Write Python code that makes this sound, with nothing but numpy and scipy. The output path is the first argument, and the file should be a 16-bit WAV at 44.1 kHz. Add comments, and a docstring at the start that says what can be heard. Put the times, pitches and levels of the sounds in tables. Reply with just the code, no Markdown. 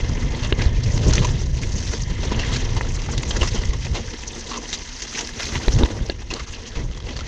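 """Wind buffets the microphone and tyres rumble from the start, as a mountain bike runs fast down a leafy forest trail.
It is heard from a camera on the rider's chest. Random tiny fractures make the crunch of grit and dry leaves.
Ringing bursts make twig cracks and chain clatter; decaying tones make sticks, jolts and the ring of the frame.
Filtered noise makes the wind and the hiss of the fork. Fine ticks make the wheel whirr, wobbling tones the tyre hums.
The wind eases around a bend, then returns with short surges of low buffeting and shaking."""
import sys
import numpy as np
from scipy import signal
from scipy.fft import rfft, irfft
from scipy.io import wavfile
from scipy.ndimage import uniform_filter1d

SR = 44100
rng = np.random.default_rng(int(sys.argv[2]) if len(sys.argv) > 2 else 0)


def wav_out(sig):
    """Save sig, one row per channel (or a flat mono array), as 16-bit PCM at SR to the path in sys.argv[1]."""
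    wavfile.write(sys.argv[1], SR, np.round(np.clip(np.atleast_2d(sig).T, -1, 1) * 32767).astype(np.int16))


N = 320607
T = np.arange(N) / SR  # time of every sample, in s


def undb(db):
    """Turn decibels into a gain."""
    return 10 ** (np.asarray(db) / 20)


def unit(x):
    """Scale to rms 1."""
    return x / np.sqrt(np.mean(x ** 2) + 1e-18)


def curve(table):
    """Join rows of (time_s, value) into a curve in time."""
    time_s, value = np.transpose(table)
    return np.interp(T, time_s, value)


def arch(start_s, length_s):
    """A rounded rise from 0 to 1 and back."""
    turn = np.clip((T - start_s) / length_s, 0, 1)
    return np.sqrt(np.maximum(np.sin(np.pi * turn), 0))


def swells(table):
    """Add up one arch in dB for each row of (start_s, length_s, change_db)."""
    return sum(db * arch(start_s, length_s) for start_s, length_s, db in table)


def add(out, start_s, x):
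    """Mix x into out at a time."""
    i = max(int(start_s * SR), 0)
    out[i:i + len(x)] += x[:max(N - i, 0)]


def colour(x, points, size=8192):
    """Filter with a spectrum given as (freq_hz, level_db), with no sound ahead of its cause."""
    hz, db = np.transpose(points)
    f = np.maximum(np.arange(size // 2 + 1) * SR / size, 1)
    log_gain = np.log(undb(np.interp(np.log(f), np.log(hz), db)))
    # folding the cepstrum gives the minimum-phase filter
    cepstrum = irfft(log_gain)
    cepstrum[1:size // 2] *= 2
    cepstrum[size // 2 + 1:] = 0
    impulse = irfft(np.exp(rfft(cepstrum)))
    return signal.fftconvolve(x, impulse)[:len(x)]


def ring(x, hz, width_hz):
    """One resonance, gain 1 at its centre."""
    return signal.lfilter(*signal.iirpeak(min(hz, SR / 3), hz / width_hz, fs=SR), x)


def walk(rate):
    """Smooth chance with spread 1 that changes about rate times a second."""
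    k = max(int(SR / rate), 2)
    steps = np.repeat(rng.standard_normal(N // k + 1), k)
    return unit(uniform_filter1d(steps, k)[:N])


def grains(rate, spread_db, count=N):
    """Random tiny fractures, about rate a second, with sizes scattered in dB."""
    happens = rng.random(count) < rate / SR
    size = undb(spread_db * np.clip(rng.standard_normal(count), -3, 3))
    return unit(happens * size * rng.choice([-1, 1], count))


def crackle(spectrum, lo_hz, hi_hz, rate, spread_db, flicker_db, count=12):
    """Fragments of many sizes: each size ticks at its own pitch and comes in its own flurries."""
    out = 0
    for hz in np.geomspace(lo_hz, hi_hz, count):
        flurry = undb(flicker_db * (0.97 * walk(rate=70) + 0.095 * walk(rate=250)))
        out = out + ring(grains(rate, spread_db) * flurry, hz, hz / 5)
    return unit(colour(out, spectrum))


def bursts(table, spectrum, rate, spread_db, first_db, fall_s, ring_db, ring_width, gain_db,
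           rise=0.059, size=6000):
    """Each row is one firm contact and a swarm of small ones that builds and dies away; all ring one resonance."""
    out, t = np.zeros(N), np.arange(size) / SR
    for start_s, length_s, db, hz in table:
        build = 1 - np.exp(-t / (rise * length_s))
        late = np.maximum(t - length_s, 0)
        die_away = np.exp(-late / min(fall_s, length_s) - .5 * t / length_s)
        contacts = grains(rate, spread_db, count=size) * build * die_away
        contacts[0] += undb(first_db)
        rung = ring(ring(contacts, hz, ring_width), hz, ring_width)
        x = unit(colour(contacts, spectrum, size=1024)) + undb(ring_db) * unit(rung)
        strength = np.sqrt(np.sum(x ** 2) / (length_s * SR))
        add(out, start_s, x * undb(db + gain_db) / strength)
    return out


# how strong each pitch of the tyre rumble is: freq_hz, level_db
RUMBLE_SPECTRUM = [(100, -15), (190, -4), (290, 1.5), (450, -1), (540, -11), (700, -15.5), (1500, -18.5),
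                   (4000, -48.5)]
# notes at which the tyres boom: pitch_hz, width_hz, relative level_db
TYRE_MODES = [(234, 30, 0), (345, 70, -8), (450, 60, -7)]
# how strong each pitch of the grit is: freq_hz, level_db
GRIT_SPECTRUM = [(250, -5), (500, -13), (750, -6), (1050, -7.5), (1400, -3), (1750, 0.5), (2350, 0.5),
                 (2800, -5.5), (4000, -5.5), (7000, -18)]
# how strong each pitch of the dry leaves is: freq_hz, level_db
LEAF_SPECTRUM = [(700, -30.5), (1500, -9.5), (2100, -8), (3200, -8), (4000, -2), (5000, 1.5), (6200, 3),
                 (7000, -2.5), (9000, -2), (15000, -1)]


def tyres(rumble_db, grit_db, leaves_db):
    """Tyres boom at their modes on uneven ground; one shifting load drives tread, grit and leaves together."""
    load = .55 * walk(rate=45) + .8 * walk(rate=150)

    tread_hits = grains(rate=2500, spread_db=4.5) * undb(4.0 * load)
    tread = unit(colour(tread_hits, RUMBLE_SPECTRUM))
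    bumps = grains(rate=1200, spread_db=3.5)
    boom = unit(sum(undb(db) * ring(bumps, hz, width) for hz, width, db in TYRE_MODES))
    rumble = unit(tread + boom)

    grit = crackle(GRIT_SPECTRUM, lo_hz=503, hi_hz=4210, rate=900, spread_db=2.0, flicker_db=5.0)
    grit = unit(grit * undb(2.57 * load))
    leaves = crackle(LEAF_SPECTRUM, lo_hz=1760, hi_hz=10780, rate=1600, spread_db=2.5, flicker_db=5.0)
    leaves = unit(leaves * undb(1.6 * load))
    return rumble * undb(rumble_db - 3.0) + grit * undb(grit_db - 1.0) + leaves * undb(leaves_db - 1.5)


# hard knocks of the frame: start_s, clack_peak_db, brightness_hz (treble limit), ring_hz (favoured pitch),
# tyre_bump_db, thud_db, thud_hz, after_ring_db
KNOCKS = [(0.5248, -7, 4020, 3000, -9.5, -6.5, 54, -34), (1.1801, -7, 3620, 2400, -33, -26, 50, -34),
          (2.32, -21, 1480, 1200, -17.5, -12, 204, -50), (2.8094, -9, 2550, 1800, -23, -28, 150, -44),
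          (3.088, -21.5, 2210, 1600, -25, -38, 90, -49), (3.419, -12.5, 3180, 2700, -13, -26, 70, -38),
          (3.431, -11.5, 2480, 1250, -21, -16, 60, -32), (3.867, -18.5, 2490, 800, -24, -22, 89.5, -36),
          (5.682, -6.5, 4500, 3300, -9, -7.5, 54, -41), (5.8342, -7.5, 4600, 3500, -14.5, -2.5, 60, -42),
          (6.098, -9.5, 4760, 1350, -13, -16, 304, -25.5)]
# repeat contacts within a knock: typical delay_s after the start, level_db
CHATTER = [(0, 1), (.0006, -9), (.0016, -12), (.003, -17)]
# notes of the frame: pitch_hz, width_hz, level_db before each blow's own scatter
FRAME_MODES = [(420, 240, 4), (820, 220, 1), (1010, 100, -3), (1270, 220, 2), (1830, 340, 4),
               (2400, 420, 3), (2880, 340, 0), (3400, 320, 1), (4200, 550, 1)]


def knocks(tick_db=-25, scuff_db=-23.0, scuff_s=0.0021, scatter_db=8.0, favour_db=5, favour_octaves=.45,
           crack_s=0.00076, size=4000):
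    """A hard, chattering contact rings the damped frame and jolts the camera; the tyre meets the root just before."""
    out, t = np.zeros(N), np.arange(size) / SR
    for start_s, peak_db, bright_hz, ring_hz, bump_db, thud_db, thud_hz, after_db in KNOCKS:
        blow = undb(scuff_db) * rng.standard_normal(size) * np.exp(-t / scuff_s)
        for delay_s, contact_db in CHATTER:
            blow[int(delay_s * SR * rng.uniform(.6, 1.4))] += undb(contact_db)

        # every blow lands elsewhere and favours the modes near its own ring
        clack = 0
        for k, (hz, width, mode_db) in enumerate(FRAME_MODES):
            near = np.exp(-(np.log2(hz / ring_hz) / favour_octaves) ** 2)
            level_db = mode_db + favour_db * near + scatter_db * rng.uniform(-1.3, 1)
            clack = clack + (-1) ** k * undb(level_db) * ring(blow, hz, width)
        crack = unit(rng.standard_normal(size) * np.exp(-t / crack_s))
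        clack = clack + 2 * undb(-2) * np.std(clack) * crack
        dull = signal.butter(12, min(bright_hz, SR / 3), fs=SR, output="sos")
        clack = signal.sosfilt(dull, clack) + undb(tick_db) * blow

        add(out, start_s, clack / np.max(np.abs(clack)) * undb(peak_db))
        add(out, start_s, after_ring(t) * undb(after_db))
        add(out, start_s, thud(thud_hz, cycles=0.74) * undb(thud_db))
        add(out, start_s - 0.0018, thud(383, cycles=1.33) * undb(bump_db))  # the tyre bump
    return out


# notes of the bars and frame after a clack: typical pitch_hz, typical level_db, t60_s (time to fall 60 dB)
AFTER_RING = [(517, -1, .04), (926, -13, .04), (1680, 3, .045), (2169, -7, .04), (2700, -6, .04),
              (3510, -2, .035)]


def after_ring(t, detune=0.034, scatter_db=2):
    """The narrow metal modes die away, a little different after every blow."""
    out = 0
    chance = rng.standard_normal((len(AFTER_RING), 2))
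    for (hz, db, t60), (pitch_chance, level_chance) in zip(AFTER_RING, chance):
        tone = np.sin(2 * np.pi * hz * (1 + detune * pitch_chance) * t)
        out = out + undb(db + scatter_db * level_chance) * tone * np.exp(-np.log(1000) * t / t60)
    return out


def thud(hz, cycles, size=4000):
    """A jolt is a sine that fades over the given number of cycles."""
    turns = hz * np.arange(size) / SR
    return np.sin(2 * np.pi * turns) * np.exp(-turns / cycles)


# jolts of the camera: start_s, level_db (before the fade), pitch_hz, fade_cycles
JOLTS = [(0.661, -4.5, 66.5, 0.91), (1.109, -6, 67.6, 0.44), (3.418, -6.5, 56.4, 0.61),
         (3.691, -7, 49.3, 0.54), (3.916, -10, 59, 0.76), (5.738, -5.5, 58, 0.6), (5.769, -8.5, 117, 2),
         (5.799, -8, 66, 0.76), (6.771, -8, 65, 0.53)]


def jolts():
    """Each jolt rocks the camera in a low tone that quickly fades."""
    out = np.zeros(N)
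    for start_s, db, hz, cycles in JOLTS:
        add(out, start_s, thud(hz, cycles) * undb(db))
    return out


# how strong each pitch of the wind is: freq_hz, level_db
WIND_SPECTRUM = [(12, -25), (25, 0), (48, -1.5), (80, -5), (125, -7), (170, -16.5), (300, -28), (600, -34),
                 (1500, -84.5)]


def wind(db, brighten=0.64):
    """Eddies on the microphone port: a deep, uneven flutter that reaches higher as its level rises."""
    eddies = unit(colour(rng.standard_normal(N), WIND_SPECTRUM))
    swell = np.sqrt(uniform_filter1d(eddies ** 2, size=5000) + 1e-6)
    # the given level sets the strength over a moment; single eddies come and go within it
    eddies = eddies / swell * undb(db - 3.0 + 2.18 * walk(rate=60))
    low_pass = signal.butter(2, 100, fs=SR, output="sos")
    large = signal.sosfiltfilt(low_pass, eddies, padtype="even")
    return large + (eddies - large) * undb(brighten * (db + 20.5))


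# twigs breaking: start_s, length_s, level_db (before a shared gain), ring_hz
TWIGS = [(0.834, 0.013, -32, 4670), (1.034, 0.0044, -40, 6100), (1.135, 0.0045, -19, 6160),
         (1.154, 0.0027, -19.5, 5870), (1.247, 0.008, -26.5, 6260), (1.27, 0.0025, -29, 6000),
         (3.019, 0.0025, -30.5, 5500), (3.179, 0.0042, -22.5, 3600), (3.344, 0.004, -39, 6000),
         (3.369, 0.0039, -25.5, 6200), (3.474, 0.015, -27, 5360), (3.654, 0.0028, -29, 6200),
         (4.7293, 0.0017, -18, 3860), (4.734, 0.015, -25, 3900), (5.021, 0.0065, -26, 6440),
         (5.273, 0.0021, -25, 5170), (5.432, 0.0026, -25.5, 5500), (5.454, 0.0043, -26, 4350),
         (6.338, 0.0028, -21.5, 4500), (6.666, 0.023, -38.5, 6000)]
# how strong each pitch of breaking wood is: freq_hz, level_db
WOOD_SPECTRUM = [(300, 0.5), (1000, -7), (2000, 6.5), (3300, 3), (4500, 5.5), (6500, 4.5), (12000, -0.5)]


def twigs(leaves_db):
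    """A twig or leaf breaks with one firm snap and a swarm of small fractures."""
    breaks = np.vstack([TWIGS, leaf_snaps(leaves_db, over_db=-2.5, scatter_db=3.5)])
    return bursts(breaks, WOOD_SPECTRUM, rate=4400, spread_db=0.5, first_db=16.0, fall_s=0.0071,
                  ring_db=-9, ring_width=1300, gain_db=1.5)


def leaf_snaps(leaves_db, over_db, scatter_db, count=110):
    """Brittle leaves snap at random, following the rustle: rows of (start_s, length_s, level_db, ring_hz)."""
    when, length, size, pitch = rng.random((count, 4)).T
    db = leaves_db[(when * N).astype(int)] + over_db + scatter_db * size ** 2
    return np.transpose([when * N / SR, 0.00088 + 0.0096 * length, db, 2600 + 4400 * pitch])


# chain and cables shaken, from single ticks to long rattles:
# start_s, length_s, level_db (before a shared gain), ring_hz
CLATTER = [(0.428, 0.024, -31.5, 2680), (0.6175, 0.0064, -25, 2170), (0.977, 0.0027, -27, 1990),
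           (1.108, 0.0044, -26, 1800), (1.125, 0.027, -29, 1470), (1.17, 0.0037, -31, 1200),
           (1.218, 0.021, -30.5, 1060), (1.244, 0.011, -30.5, 2360), (2.232, 0.0062, -28, 660),
           (2.315, 0.015, -29.5, 990), (2.392, 0.01, -25.5, 2780), (2.41, 0.022, -34.5, 2700),
           (2.765, 0.013, -29.5, 970), (3.232, 0.0044, -26, 2200), (3.307, 0.0079, -24.5, 3050),
           (3.365, 0.0064, -28, 1500), (3.411, 0.018, -27.5, 2730), (3.428, 0.021, -29.5, 1160),
           (3.552, 0.035, -34.5, 2960), (3.732, 0.013, -33.5, 1050), (3.853, 0.0064, -35, 600),
           (3.944, 0.032, -28.5, 694), (4.512, 0.011, -30, 1080), (4.533, 0.028, -31, 1120),
           (5.19, 0.026, -34.5, 805), (5.395, 0.0091, -26.5, 1440), (5.786, 0.0059, -29, 1860),
           (5.854, 0.0079, -30.5, 1840), (6.219, 0.0059, -39, 1680), (6.309, 0.008, -28.5, 2640),
           (6.356, 0.026, -37, 1200), (6.394, 0.014, -32.5, 1290), (6.53, 0.0031, -47, 2900),
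           (6.753, 0.018, -34.5, 2250), (6.913, 0.003, -39.5, 2980), (6.948, 0.003, -40, 3440),
           (6.9745, 0.0026, -36, 3200), (7.002, 0.0029, -35.5, 3120), (7.108, 0.0035, -36.5, 3130),
           (7.131, 0.0025, -48, 2900), (7.163, 0.0099, -32, 4320), (7.19, 0.0075, -32, 2120),
           (7.207, 0.0052, -35, 1364)]
# how strong each pitch of the chain is: freq_hz, level_db
CHAIN_SPECTRUM = [(150, -19), (400, 5), (700, 2), (1200, 4), (2000, 5), (3000, 1.5), (4500, 1.5),
                  (6500, -4.5), (12000, -14.5)]


def clatter(grit_db):
    """A bump shakes chain and cables: one firm hit and a swarm of small contacts that ring."""
    rattles = small_rattles(grit_db, over_db=-11, scatter_db=1.0, length_s=0.005, lo_hz=670, hi_hz=3120)
    shakes = np.vstack([CLATTER, rattles])
    return bursts(shakes, CHAIN_SPECTRUM, rate=2000, spread_db=2.0, first_db=11.0, fall_s=0.033,
                  ring_db=-7.5, ring_width=520, gain_db=1.4)


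def small_rattles(grit_db, over_db, scatter_db, length_s, lo_hz, hi_hz, count=24):
    """Random chain shakes, harder under load: rows of (start_s, length_s, level_db, ring_hz)."""
    when, length, size, pitch = rng.random((count, 4)).T
    db = grit_db[(when * N).astype(int)] + over_db + scatter_db * size ** 2
    return np.transpose([when * N / SR, length_s * (.5 + length), db, lo_hz * (hi_hz / lo_hz) ** pitch])


# loose sticks flicked by the tyres: start_s, level_db (before attack and decay), pitch_hz, decay_s
STICKS = [(1.18, -14.5, 1820, .003), (1.183, -19, 2450, .004), (1.2471, -13, 987, 0.0039),
          (3.089, -24, 850, .004), (3.3105, -24, 3150, .003), (3.4155, -16, 2930, .004),
          (3.4281, -16, 1080, 0.0054), (3.515, -23, 4330, .002), (4.513, -23, 1100, 0.0031),
          (4.575, -20.5, 1040, 0.0045), (5.291, -16, 1750, 0.0022), (6.3043, -15.5, 2670, 0.0025),
          (6.3145, -25, 4250, .004), (6.3966, -23, 1450, .003), (6.402, -21.5, 2130, .004),
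          (7.208, -20, 1350, .003)]


def sticks(attack_s=0.0012, overtone=2.5, overtone_db=-11, size=3000):
    """A flicked stick rings for a few milliseconds at its first two bending modes."""
    out, t = np.zeros(N), np.arange(size) / SR
    for start_s, db, hz, decay_s in STICKS:
        phase = 2 * np.pi * hz * t
        tock = np.sin(phase) + undb(overtone_db) * np.sin(overtone * phase)
        shape = (1 - np.exp(-t / attack_s)) * np.exp(-t / decay_s)
        add(out, start_s, tock * shape * undb(db))
    return out


# quick strokes of the suspension fork: start_s, length_s, hiss_db
STROKES = [(0.468, 0.016, -40), (0.931, 0.03, -37), (1.078, 0.019, -28.5), (2.937, 0.031, -34.5),
           (3.11, 0.021, -32), (3.22, 0.017, -34.5), (3.285, 0.025, -30), (3.445, 0.034, -36)]


def fork(hz=7260, width_hz=3500):
    """Each quick stroke of the fork squirts oil through the damper: a short, high hiss."""
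    noise = rng.standard_normal(N)
    jet = unit(ring(ring(noise, hz, width_hz), hz, width_hz))
    return jet * sum(arch(start_s, length_s) * undb(db) for start_s, length_s, db in STROKES)


# broad notes in the whirr of the running wheels: pitch_hz, width_hz, relative level_db (average)
WHIRR_BANDS = [(237, 34, 2), (968, 220, -8), (1840, 240, -1), (2060, 240, -.5), (3030, 700, -5.5)]
# loudness of the whirr before its flutter: time_s, level_db
WHIRR_LEVEL = [(0, -40), (.8, -40), (1.5, -49.5), (2.5, -35.5), (3.0, -47.5), (4.1, -44.5), (5.5, -46),
               (6.15, -50.5), (7.27, -54.5)]


def whirr(waver_db=1.3, flutter_db=0.5):
    """Hubs and chain run on under the crackle: dense fine ticks ring a few broad bands, each wavering slightly."""
    ticks = grains(rate=3600, spread_db=1.5)
    rung = 0
    for hz, width, db in WHIRR_BANDS:
        band = unit(ring(ring(ticks, hz, width), hz, width))
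        rung = rung + undb(db + waver_db * walk(rate=12)) * band
    return unit(rung) * undb(curve(WHIRR_LEVEL) + flutter_db * walk(rate=30))


# two rough hums of the tyres in the bend, one sliding down, one a low boom:
# start_s, length_s, starting pitch_hz (before wobble), sag_hz_per_s (negative rises), level_db
TYRE_HUMS = [(3.94, 0.23, 505, 330, -44), (4.41, 0.23, 228, -50, -42)]


def tyre_hums():
    """Two rough hums of the tyres: sines with a sliding, wobbling pitch and a fluttering level."""
    out = 0
    for start_s, length_s, hz, sag, db in TYRE_HUMS:
        slide = hz - sag * np.clip(T - start_s, 0, length_s)
        pitch_hz = slide * (1 + .06 * walk(rate=130))
        flutter = unit(undb(4.5 * walk(rate=110)))
        tone = unit(np.sin(2 * np.pi * np.cumsum(pitch_hz) / SR))
        out = out + tone * flutter * arch(start_s, length_s) * undb(db)
    return out


# airflow over the microphone, before surges and trim: time_s, wind_db
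AIRFLOW = [(0, -19.5), (.24, -18), (.4, -23.5), (.55, -18), (1.07, -15), (1.4, -18), (1.9, -23),
           (2.25, -20.5), (2.7, -19), (3.1, -20.5), (3.93, -21.5), (4.04, -28.5), (5.1, -37.5),
           (5.6, -28.5), (6.0, -25.5), (6.65, -33), (7.27, -25.5)]
# short surges of low buffeting and shaking on top of the airflow: start_s, length_s, rise_db
SURGES = [(5.52, 0.072, 8), (5.665, 0.049, 11), (5.735, 0.069, 12), (5.97, 0.11, 4), (6.75, 0.18, 10)]
# how hard the tyres work the ground, before heaves and trim: time_s, grit_db
EFFORT = [(0, -35.5), (.85, -40), (1.15, -31.5), (1.4, -40), (1.65, -40), (1.85, -37.5), (2.12, -37.5),
          (2.45, -34), (3.0, -36.5), (3.45, -34.5), (3.75, -41), (4.35, -41), (5.2, -36.5), (5.7, -35),
          (6.1, -43), (6.9, -43.5), (7.27, -39)]
# depth of the leaf litter, before trim: time_s, leaves_over_grit_db
LITTER = [(0, -3), (.7, -4), (.95, 3), (1.2, -1), (1.85, 5.5), (2.3, -4.5), (4.3, 3.5), (5.2, 3), (6.1, -1),
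          (7.27, -1.5)]
# the bike presses into a dip (+) or goes light over a crest (-):
# start_s, length_s, load_change_db, further rumble_change_db
HEAVES = [(0.41, 0.074, 5, -1), (0.513, 0.062, -8, 9), (0.577, 0.11, 5, 6.5), (.97, 0.18, -2.5, 5.5),
          (1.286, 0.22, -0.5, 3.5), (1.436, 0.13, -6, -8), (1.852, 0.073, 1.5, -6), (1.99, 0.23, -2.5, -6),
          (2.362, 0.21, 2, -8.5), (2.522, 0.077, 6.5, -2), (3.542, 0.026, 6, 3), (3.767, 0.12, 0.5, -16),
          (4.5, 0.16, -1, 3.5), (4.723, 0.47, -1, -5.5), (5.122, 0.14, 4.5, 0.5), (5.304, 0.055, -5, -3),
          (5.383, 0.055, 5, -4), (5.512, 0.067, 4.5, -2), (5.78, 0.077, 3.5, 9), (5.843, 0.15, -0.5, 6),
          (6.11, 0.094, -7, 6), (6.235, 0.066, -6.5, 3.5), (6.298, 0.079, 4.5, 9.5), (6.48, 0.1, 4.5, -2.5),
          (6.752, 0.079, 2.5, 3), (6.842, 0.28, -3, 2), (7.06, 0.078, 4, 2.5)]


def ride(rumble_over_db=3, cruise_db=-23.5, rumble_per_air_db=0.1629, lumps_db=2.5):
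    """Levels in dB of wind, rumble, grit and leaves: load drives the ground sounds, and rumble grows with buffeting."""
    heaves = np.array(HEAVES)
    wind_db = curve(AIRFLOW) + swells(SURGES)
    grit_db = curve(EFFORT) + swells(heaves[:, :3])
    rumble_db = grit_db + rumble_over_db + rumble_per_air_db * (wind_db - cruise_db)
    rumble_db = rumble_db + swells(heaves[:, [0, 1, 3]]) + lumps_db * walk(rate=20)
    leaves_db = grit_db + curve(LITTER)
    return wind_db, rumble_db, grit_db, leaves_db


def scene():
    """Add up tyres, bike, wood and wind, all close to the microphone."""
    wind_db, rumble_db, grit_db, leaves_db = ride()
    ground = tyres(rumble_db, grit_db, leaves_db) + twigs(leaves_db) + sticks() + tyre_hums()
    bike = knocks() + jolts() + clatter(grit_db) + fork() + whirr()
    return (ground + bike + wind(wind_db))[None]


# notes of the camera housing: pitch_hz, width_hz, level_db
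HOUSING = [(965, 80, -4), (1680, 90, -11), (2020, 200, -2), (2804, 70, -7), (3180, 150, -6),
           (6050, 900, -10)]
# the covered microphone colours the middle and loses the treble: freq_hz, level_db
MIC_SPECTRUM = [(20, 0.5), (1150, 0), (1370, -4), (1600, -4.5), (2150, -5.5), (2330, -7.5), (2550, 0),
                (6400, 0.5), (7100, -1.5), (8000, -14.5), (10000, -28.5), (12000, -47), (15500, -89)]
# level of the faint bright sound mixed in beside the dulled sound: time_s, level_db
BRIGHT_LEVEL = [(0, -44), (1.2, -41), (2, -54), (4.8, -39), (5.5, -27), (6.3, -32), (6.7, -52), (7.27, -62)]


def record(dry):
    """The housing rings a little, the covered microphone dulls the treble, and the top is cut."""
    rings = sum(undb(db) * ring(dry[0], hz, width) for hz, width, db in HOUSING)
    housed = dry[0] + rings
    heard = colour(housed, MIC_SPECTRUM) + undb(curve(BRIGHT_LEVEL)) * housed
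    top_cut = signal.ellip(8, .2, 70, 15700, fs=SR, output="sos")  # cut above 15700 Hz
    return signal.sosfilt(top_cut, heard)[None]


dry = scene()
out = record(dry)
wav_out(out)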